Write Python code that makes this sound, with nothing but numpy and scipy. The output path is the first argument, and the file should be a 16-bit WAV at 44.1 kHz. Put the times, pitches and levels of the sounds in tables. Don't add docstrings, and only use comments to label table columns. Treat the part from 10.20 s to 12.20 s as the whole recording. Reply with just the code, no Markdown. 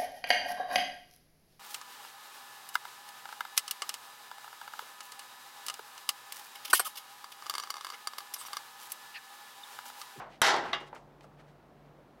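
import sys
import numpy as np
from scipy import signal
from scipy.fft import irfft
from scipy.io import wavfile
from scipy.ndimage import uniform_filter1d

SR = 44100
rng = np.random.default_rng(int(sys.argv[2]) if len(sys.argv) > 2 else 0)


def log_audio(samples):
    frames = np.atleast_2d(samples).T
    limited = np.clip(frames, -1, 1)
    pcm = np.round(limited * 32767).astype(np.int16)
    wavfile.write(sys.argv[1], SR, pcm)


N = 88200
T = np.arange(N) / SR
HZ = np.fft.rfftfreq(N, 1 / SR)
EDGE_S, PRESS_S, FLAT_S, DAMP_S = .2171, .33, .5305, .665

# freq_hz, t60_s
ROOM_DECAY = [(150, .5), (800, 0.41), (2500, 0.31), (6000, .28), (14000, 0.094)]
# pitch_hz, level_db, t60_s
LOADED_SHEET_MODES = [(366, -7, .6), (381, -5, .45), (829, 0, .62), (1066, -7, .4), (1330, -9, .42)]


def amp(db):
    return 10 ** (np.asarray(db) / 20)


def unit_rms(x):
    return x / np.sqrt(np.mean(x ** 2) + 1e-20)


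def curve(points, hz=HZ):
    freq_hz, value = np.transpose(points)
    return np.interp(np.log(hz + 1), np.log(freq_hz + 1), value)


def add(mix, start_s, sound):
    part = mix[max(round(start_s * SR), 0):]
    part += sound[:len(part)]


def rise(tau_s):
    return 1 - np.exp(-T / max(tau_s, 1e-5))


def fall(t, t60_s):
    return np.exp(-np.log(1000) * t / np.maximum(t60_s, 1e-3))


def noise(spectrum_db):
    return unit_rms(irfft(amp(spectrum_db) * np.exp(2j * np.pi * rng.random(len(HZ))), N))


def click(spectrum_db, energy_s):
    log_gain = np.log(amp(np.maximum(spectrum_db - spectrum_db.max(), -90)))
    mirrored = np.r_[log_gain, log_gain[-2:0:-1]]
    pulse = np.fft.ifft(np.exp(np.conj(signal.hilbert(mirrored)))).real
    return pulse / np.linalg.norm(pulse) * np.sqrt(energy_s * SR)


def ring(modes, hold_s=0):
    t = np.maximum(T - hold_s, 0)
    return sum(amp(db) * fall(t, t60_s) * np.sin(2 * np.pi * (hz * T + rng.random()))
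               for hz, db, t60_s in modes)


def tail(spectrum_db, decays, holds=None):
    hz, t, bands = signal.stft(noise(spectrum_db), SR, nperseg=256)
    hold_s = curve(holds, hz)[:, None] if holds else 0
    envelope = fall(np.maximum(t - hold_s, 0), curve(decays, hz)[:, None])
    return signal.istft(bands * envelope, SR, nperseg=256)[1][:N]


def grain(depth_db, samples):
    swing = unit_rms(uniform_filter1d(rng.standard_normal(N), samples))
    return unit_rms(amp(depth_db * swing))


def contact_spectrum_db(centre_hz, width_oct, skirt_db=7.5):
    bass_hz, treble_hz = 220, 11000
    rolloff = 1 + (bass_hz / (HZ + 1)) ** 4 + (HZ / treble_hz) ** 4
    offset = np.log2((HZ + 1) / centre_hz) * 2 / width_oct
    return -skirt_db * np.hypot(1, offset) - 10 * np.log10(rolloff)


def workshop():
    # freq_hz, density_db
    floor_spectrum = [(20, -28.5), (35, -17.5), (50, -11), (65, -16.5), (100, -13), (145, -5.5),
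                      (190, -7.5), (300, -8), (480, -10), (720, -10), (1000, -14.5), (1500, -20.5),
                      (2500, -28.5), (4000, -33.5), (8000, -44), (12000, -44), (16000, -44.5)]
    # pitch_hz, level_db, waver_ratio
    hum_tones = [(47.4, -72.5, 0.12), (146, -64.5, 0.51)]
    room = amp(-59) * noise(curve(floor_spectrum))
    for hz, db, waver in hum_tones:
        drift = noise(-20 * np.log10(1 + (HZ / 3) ** 4))
        tone = np.sin(2 * np.pi * (hz * T + rng.random()))
        room += amp(db) * unit_rms((1 + waver * drift) * tone)
    return room


def scuff(peak_s, half_length_s, level_db, centre_hz, width_oct):
    friction = noise(contact_spectrum_db(centre_hz, width_oct)) * grain(depth_db=1.5, samples=80)
    swell = np.exp(1 - np.hypot(1, (T - peak_s) * np.sqrt(2) / half_length_s))
    return amp(level_db) * friction * swell


def tap(level_db, centre_hz, width_oct, tail_db):
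    spectrum_db = contact_spectrum_db(centre_hz, width_oct)
    tick = click(spectrum_db, energy_s=.0009)
    scatter = amp(-.5) * noise(spectrum_db) * fall(T, .025) * rise(.001) ** 2
    room = amp(tail_db) * tail(spectrum_db, ROOM_DECAY) * rise(.002) ** 2
    return amp(level_db) * (tick + scatter + room)


def loaded_sheet():
    return amp(-35) * ring(LOADED_SHEET_MODES) * rise(.026)


def flat_clank():
    # freq_hz, density_db
    slap_spectrum = [(60, -50.5), (130, -23), (300, -15), (480, -12), (680, -11.5), (920, -8), (1150, -0.5),
                     (1420, -7), (2040, -3), (2450, -10.5), (3780, -6), (4250, -22), (4750, -16),
                     (6300, -24.5), (8000, -38), (12000, -40.5), (16000, -56)]
    # pitch_hz, level_db, t60_s
    flat_modes = [(680, -2, .1), (1150, 1, .1), (1680, -7, .17), (2020, -1, .08), (2180, -8, .22),
                  (2660, -5, .07), (2740, -11, .18), (2842, -10, .36), (2856, -14, .25), (3295, -1, .095),
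                  (3560, -6, .07), (3680, -5, .06), (3790, 0, .085), (4080, -4, .05), (4570, -13, .1),
                  (4830, -14, .11), (4960, -24, .22)]
    spectrum_db = curve(slap_spectrum)
    slap = amp(-28) * noise(spectrum_db) * fall(T, .089)
    room = amp(-35) * tail(spectrum_db, ROOM_DECAY) * rise(.0023)
    glove_damping = fall(np.maximum(T + FLAT_S - DAMP_S, 0), t60_s=.14)
    square = amp(-30.5) * ring(flat_modes) * glove_damping
    sheet = amp(-43) * ring(LOADED_SHEET_MODES)
    return (slap + room + square + sheet) * rise(.00039)


def edge_clank():
    # freq_hz, density_db
    crack_spectrum = [(30, -22), (120, -12.5), (300, 0.5), (550, 0.5), (900, 2), (1500, 0), (2200, -7),
                      (3300, -7), (5000, -18), (7500, -16.5), (10500, -11), (13000, -19.5), (16000, -31)]
    # pitch_hz, level_db, t60_s
    edge_modes = [(917, -1, 0.073), (1452, -0.5, .05), (1958, -9, .03), (3124, -1, 0.03),
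                  (3860, -6.5, 0.061), (5402, -7.5, 0.02), (5900, -4, 0.028), (7520, -8, 0.033),
                  (7757, -5.5, 0.02), (9625, -11, .022), (10450, -5.5, .025), (12100, -10, .02)]
    sheet_modes = [(363, -13, .8), (392, -14, .6), (500, -11, .55), (647, -5, .6), (804, 0, .42),
                   (879, -4, .5), (920, -7, .5), (947, -7, .4), (969, -7, .45), (1042, -8, .55),
                   (1217, -11, .55), (1330, -2, .45), (1373, -7, .42), (1428, -7, .42), (1605, -6, .4),
                   (1684, -8, .45), (1829, -8, .42), (1976, -4, .45), (2009, -7, .48), (2207, -11, .45),
                   (2256, -11, .4), (2842, -11, .42), (3215, -8, .3), (3817, -11, .36), (4356, -12, .38),
                   (6213, -14, .2)]
    chatter_spectrum = [(40, -51.5), (100, -37), (200, -23.5), (380, -15), (560, -14), (850, -6.5),
                        (1170, -13), (1400, -6.5), (1950, -6), (2470, -17), (3200, -13), (4300, -15.5),
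                        (5500, -16.5), (6900, -25.5), (7500, -24), (8300, -32), (10300, -31), (12200, -37),
                        (14000, -44.5), (16000, -61.5)]
    chatter_hold = [(150, 0.26), (700, 0.13), (1500, 0.047), (3500, 0.078), (7000, 0.073), (14000, 0.051)]  # freq_hz, hold_s
    chatter_decay = [(150, 0.38), (700, 0.62), (1500, 0.59), (3500, 0.39), (7000, 0.33), (14000, 0.2)]  # freq_hz, t60_s
    spectrum_db = curve(crack_spectrum)
    blow = amp(-20.5) * click(spectrum_db, energy_s=.0019)
    crack = amp(-17) * noise(spectrum_db) * fall(T, .028) * rise(.00051)
    square = amp(-18.5) * ring(edge_modes) * rise(.0003)
    chatter = amp(-25) * tail(curve(chatter_spectrum), chatter_decay, chatter_hold)
    chatter *= grain(depth_db=1, samples=140) * rise(.0045)
    sheet = amp(-32) * ring(sheet_modes, hold_s=.082) * rise(.018)
    return blow + crack + square + chatter + sheet


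def scene():
    # start_s, level_db, centre_hz, width_oct, tail_db
    taps = [(.001, -36, 806, 1.09, -4), (0.242, -30, 2000, 1.75, -0.5), (0.267, -26, 1700, 1.5, -16),
            (0.329, -18.5, 970, 0.35, -15), (.354, -25, 810, 0.74, -13), (.365, -35, 2000, 1.47, -19),
            (.604, -56.5, 3500, 1.5, -5), (.612, -45, 400, 0.61, -10), (.7295, -36, 730, 0.87, -11.5),
            (0.7496, -55, 5540, 1.5, -9), (1.0089, -51.5, 1500, 1.54, -18.5),
            (1.0435, -48.5, 750, 0.91, -15)]
    # peak_s, half_length_s, level_db, centre_hz, width_oct
    scuffs = [(0.136, 0.033, -60, 2200, 1.14), (0.46, .016, -42, 910, 1.22),
              (0.487, 0.035, -44.5, 1233, 1.12), (0.626, 0.023, -51.5, 800, 0.97),
              (0.677, 0.011, -58, 1700, 1.56), (0.763, .016, -53, 1400, 1),
              (1.041, 0.012, -64.5, 2210, 2.2), (1.204, 0.015, -59.5, 1160, 1.4),
              (1.293, 0.021, -67, 1180, 1.73), (1.667, .025, -71.5, 1805, 1.07),
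              (1.799, .014, -58, 512, 0.44)]
    mix = workshop()
    add(mix, EDGE_S, edge_clank())
    add(mix, PRESS_S, loaded_sheet())
    add(mix, FLAT_S, flat_clank())
    for start_s, *contact in taps:
        add(mix, start_s, tap(*contact))
    for slide in scuffs:
        mix += scuff(*slide)
    return mix[None]


def record(dry):
    cutoff_hz = 15900
    lowpass = signal.firwin(301, cutoff_hz, window=("kaiser", 9), fs=SR)
    return signal.oaconvolve(dry, lowpass[None], "same")


dry = scene()
out = record(dry)
log_audio(out)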